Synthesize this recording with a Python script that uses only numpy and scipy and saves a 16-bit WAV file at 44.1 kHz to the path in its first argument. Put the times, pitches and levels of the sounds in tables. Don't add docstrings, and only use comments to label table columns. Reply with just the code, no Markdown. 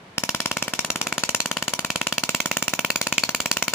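import sys
import numpy as np
from scipy import signal
from scipy.fft import rfft, irfft
from scipy.io import wavfile
from scipy.ndimage import uniform_filter1d

SR = 44100
rng = np.random.default_rng(int(sys.argv[2]) if len(sys.argv) > 2 else 0)


def unload_wav(signal):
    wavfile.write(
        sys.argv[1],
        SR,
        np.round(np.clip(np.atleast_2d(signal).T, -1, 1) * 32767).astype(np.int16),
    )


N = 164934

# (frequency [Hz], level [dB])
FAN_EQ = [(35, -13), (139, 1), (300, -3), (2410, -13.5), (11800, -36.5), (16000, -55)]
# (resonance [Hz], width [Hz], bass cut [Hz], relative level [dB])
POP_TONES = [(1470, 920, 139.5, 6), (1760, 1240, 193, 2)]
# (low ring [Hz], low ring [dB], middle ring [dB], upper pair [dB])
PULSES = [(2930, -27.5, -38, -23.5), (2900, -30.5, -51, -24.5), (2810, -25.5, -30, -25),
          (2730, -29, -41, -27), (3020, -32, -30, -27), (2760, -27.5, -30, -24), (2900, -25, -41, -28),
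          (2330, -29, -39, -31), (2480, -26, -53, -26), (2600, -34, -40, -33.5), (2670, -27, -41, -28),
          (2600, -28, -54, -21), (2900, -30, -35, -30.5), (2730, -25.5, -27.5, -23), (2500, -29, -50, -30),
          (2600, -25, -37, -24.5), (2750, -27.5, -52, -30), (2540, -25.5, -34, -31.5),
          (2880, -26.5, -36, -28.5), (2550, -25.5, -25.5, -25), (2930, -26.5, -32, -23.5),
          (2660, -24.5, -33, -19.5), (2670, -25, -23, -24), (2830, -28.5, -30, -28), (2940, -26, -35, -27),
          (2800, -25.5, -29.5, -37), (2680, -27.5, -34, -30.5), (2800, -26, -29, -25.5),
          (3070, -28, -32, -23.5), (2940, -30, -29, -30.5), (2500, -29.5, -34.5, -30),
          (2780, -23.5, -29.5, -30), (2560, -24, -29.5, -29), (2660, -23.5, -40, -32.5),
          (2620, -23, -30, -25.5), (2820, -25, -27, -31), (2630, -22, -27.5, -24), (2850, -27, -26, -26),
          (2420, -25, -34, -24), (2760, -22.5, -30, -25), (2720, -22, -34, -27), (3320, -33, -35, -26.5),
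          (2330, -22.5, -33, -30), (2620, -27.5, -46, -24.5), (2600, -26.5, -36, -24),
          (2660, -23.5, -32, -25), (2640, -25, -35, -24.5), (2640, -23, -52, -29), (2610, -21.5, -36, -28),
          (2530, -20.5, -23, -28.5), (2460, -24.5, -25.5, -24), (2280, -31, -24.5, -26.5),
          (2730, -28.5, -29.5, -27), (2480, -21, -34, -27.5), (2510, -16, -36, -22.5),
          (2510, -24.5, -18, -30), (3340, -32, -27, -27.5), (2520, -24, -26, -26),
          (2920, -26.5, -30.5, -25.5), (2480, -24.5, -35, -27), (2600, -26, -20.5, -21),
          (2670, -25.5, -31, -29), (2430, -23, -31, -22), (2540, -24.5, -26.5, -29),
          (2470, -28, -26.5, -24.5)]
# (time [s], pitch [Hz], gain against its partner [dB])
RING_DRIFT = [(.18, 5570, 11), (1.3, 5980, 0.5)]
# (frequency [Hz], level [dB])
CRACKLE_EQ = [(1000, -3), (2100, 1), (3600, 2.5), (7800, -5.5), (10500, -2), (12000, -5.5), (16500, -6.5)]
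# (time [s], level [dB])
WHISTLE_RIDE = [(.18, -47), (1.5, -54), (1.75, -41), (2.0, -47), (2.15, -35), (3.0, -30), (3.15, -43),
                (3.3, -32)]
# (time [s], left over right [dB])
CRACKLE_PAN = [(1.6, 2), (2.55, -1), (3.2, 1.5)]
# (frequency [Hz], gain [dB])
LEFT_PORT_EQ = [(8000, -1.5), (11000, -6)]
# (frequency [Hz], level [dB], T60 [s])
SHEET_MODES = [(643, -31.5, 0.064), (979.6, -48, 0.63), (2304, -36.5, 0.12)]
# (frequency [Hz], level [dB])
SIZZLE_EQ = [(1600, -15), (2200, 4), (7300, 0), (8200, -12.5), (13000, -15.5)]
# (frequency [Hz], gain [dB])
ROOM_EQ = [(60, -4), (250, 2.5), (450, -2.5), (900, 2.5), (1400, -7.5), (7500, 9), (16000, 6)]
# (time [s], level [dB])
SCRAPE_RIDE = [(.2, -55), (.65, -45.5), (1.05, -41), (1.3, -48.5), (1.85, -47.5), (2.3, -49), (3.74, -48)]

FIRST_S, RATE_HZ, PULSE_S = .18, 18.0002, .00252
PULSE_TIMES = FIRST_S + np.arange(len(PULSES)) / RATE_HZ
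WHISTLE_HZ, WHISTLE_WIDTH_HZ = 15150, 400


def undb(db):
    return 10 ** (np.asarray(db) / 20)


def level(x, db):
    return x * undb(db) / np.sqrt(np.mean(x ** 2))


def ride(time_s, table, column=1):
    points = np.array(table)
    return np.interp(time_s, points[:, 0], points[:, column])


def eq(x, table):
    hz, db = np.array(table).T
    n = x.shape[-1]
    bins_hz = np.maximum(np.arange(n // 2 + 1) * SR / n, 1)
    return irfft(rfft(x) * undb(np.interp(np.log(bins_hz), np.log(hz), db)), n)


def ring(x, hz, width_hz):
    for width in (width_hz, 2 * width_hz):
        x = signal.lfilter(*signal.iirpeak(hz, hz / width, fs=SR), x)
    return x


def delay(x, lag_s):
    n = x.shape[-1]
    return irfft(rfft(x) * np.exp(-2j * np.pi * np.arange(n // 2 + 1) * SR / n * lag_s), n)


def stereo_noise(count, mono_below_hz=785):
    mid, side = rng.standard_normal((2, count))
    side = signal.sosfilt(signal.butter(2, mono_below_hz, "high", fs=SR, output="sos"), side)
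    return np.array([mid + side, mid - side])


def sequence(shots):
    track = np.zeros((2, N + 4096))
    for at, shot in zip(PULSE_TIMES, shots):
        start = int(at * SR)
        track[:, start:start + shot.shape[-1]] += shot
    return track[:, :N]


def fans():
    return level(eq(stereo_noise(N), FAN_EQ), -47.5)


def beam_pops(peak_db=-9.5, scatter_db=1.14, bass_damping=.6, right_lag_s=.00007):
    pop = np.zeros((2, 1024))
    for sign, onset, (hz, width_hz, bass_hz, db) in zip((-1, 1), (0, int(PULSE_S * SR)), POP_TONES):
        w, w_bass = 2 * np.pi * hz, 2 * np.pi * bass_hz
        kick = uniform_filter1d(1. * (np.arange(1024) == onset + 4), size=7)
        bass_cut = signal.bilinear([1, 0, 0], [1, bass_damping * w_bass, w_bass ** 2], SR)
        kick = signal.lfilter(*bass_cut, kick)
        for port, damping in enumerate((1, 1.49)):
            nozzle = signal.bilinear([w * w], [1, 2 * np.pi * width_hz * damping, w * w], SR)
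            pop[port] += sign * undb(db) * signal.lfilter(*nozzle, kick)
    pop *= undb(peak_db) / np.abs(pop).max()
    pop[1] = delay(pop[1], right_lag_s)
    return sequence(pop * undb(db) for db in rng.normal(0, scatter_db, len(PULSES)))


def plume_crackle(attack_s=.001, release_at_s=.0031, release_s=.0009, unshared=.15):
    t = np.arange(512) / SR
    envelope = np.minimum(t / attack_s, 1) * np.exp(-np.maximum(t - release_at_s, 0) / release_s)
    shots = []
    for at, (low_hz, low_db, mid_db, upper_db) in zip(PULSE_TIMES, PULSES):
        noise = rng.standard_normal((5, 3, 512))
        bursts = (np.sqrt(1 - unshared) * noise[:, :1] + np.sqrt(unshared) * noise[:, 1:]) * envelope
        low = level(ring(bursts[0], low_hz, width_hz=520), low_db)
        mid = level(ring(bursts[1], hz=4450, width_hz=600), mid_db)
        drift_hz, drift_db = ride(at, RING_DRIFT), ride(at, RING_DRIFT, column=2)
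        drifting = undb(drift_db) * ring(bursts[2], drift_hz, width_hz=600)
        upper = level(drifting + ring(bursts[2], hz=6846, width_hz=880), upper_db)
        broad = level(eq(bursts[3], CRACKLE_EQ), -15 + .35 * upper_db)
        whistle = level(ring(bursts[4], WHISTLE_HZ, WHISTLE_WIDTH_HZ), ride(at, WHISTLE_RIDE))
        left = eq((low + mid + upper + broad)[0], LEFT_PORT_EQ) + whistle[0]
        right = delay(low[1], lag_s=-.00003) + delay(mid[1], lag_s=.00018)
        right += delay((upper + broad + whistle)[1], lag_s=.00012)
        pan_db = ride(at, CRACKLE_PAN)
        shots.append(np.array([left * undb(pan_db / 2), right * undb(-pan_db / 2)]))
    return sequence(shots)


def sheet_ring(attack_s=.013, scatter_db=2):
    t = np.arange(4096) / SR
    strikes = undb(rng.normal(0, scatter_db, (len(PULSES), len(SHEET_MODES))))
    modes = np.array([undb(db - 60 * t / t60) * np.sin(2 * np.pi * hz * t)
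                      for hz, db, t60 in SHEET_MODES])
    attack = np.minimum(t / attack_s, 1)
    return sequence(np.tile(gains @ modes * attack, (2, 1)) for gains in strikes)


def spatter(attack_s=.014, burst_t60_s=.059, tail_t60_s=.5, scatter_db=2.5, grit_db=2.3):
    t = np.arange(4096) / SR
    attack = np.minimum(t / attack_s, 1) ** 2
    tail = attack * undb(-60 * t / tail_t60_s)
    envelope = attack * undb(-60 * t / burst_t60_s) + undb(-13) * tail
    shots = []
    for at, (_, *rings_db) in zip(PULSE_TIMES, PULSES):
        drops_trim_db, whistle_trim_db = rng.normal((-13, -19), scatter_db)
        pulse_db = 10 * np.log10(np.sum(undb(rings_db) ** 2))
        grit = undb(grit_db * rng.exponential(size=4096))
        drops = eq(stereo_noise(4096) * grit, SIZZLE_EQ)
        drops = level(drops, drops_trim_db + .6 * pulse_db)
        drops[0] = eq(drops[0], LEFT_PORT_EQ)
        whistle = ring(stereo_noise(4096), WHISTLE_HZ, WHISTLE_WIDTH_HZ)
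        whistle = level(whistle, ride(at, WHISTLE_RIDE) + whistle_trim_db)
        shots.append(envelope * drops + tail * whistle)
    return sequence(shots)


def room(send, predelay_s=.011, spread_s=.003, early_t60_s=.06, tail_t60_s=1):
    t = np.arange(SR // 2) / SR
    onset = 1 / (1 + np.exp(-(t - predelay_s) / (spread_s / 2)))
    early = onset * undb(-60 * t / early_t60_s)
    tail = onset * undb(-60 * t / tail_t60_s)
    envelope = undb(-14) * early / np.linalg.norm(early) + undb(-26.5) * tail / np.linalg.norm(tail)
    impulse = eq(stereo_noise(len(t)), ROOM_EQ) * envelope
    return signal.fftconvolve(send, impulse, axes=1)[:, :N]


def nozzle_scrape(slip_samples=600, judder_db=2):
    slips = np.repeat(rng.standard_normal(N // slip_samples + 1), slip_samples)
    judder = uniform_filter1d(slips, size=slip_samples)[:N]
    rasp = level(ring(stereo_noise(N), hz=417, width_hz=780), 0)
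    return rasp * undb(ride(np.arange(N) / SR, SCRAPE_RIDE) + judder_db * judder)


def scene():
    pops, crackle = beam_pops(), plume_crackle()
    send = pops + undb(-5) * crackle
    return pops + crackle + sheet_ring() + spatter() + room(send) + nozzle_scrape() + fans()


def record(dry):
    low_cut = signal.butter(2, 40, "high", fs=SR, output="sos")
    high_cut = signal.cheby2(14, 90, 16750, fs=SR, output="sos")
    return signal.sosfilt(high_cut, signal.sosfilt(low_cut, dry))


dry = scene()
out = record(dry)
unload_wav(out)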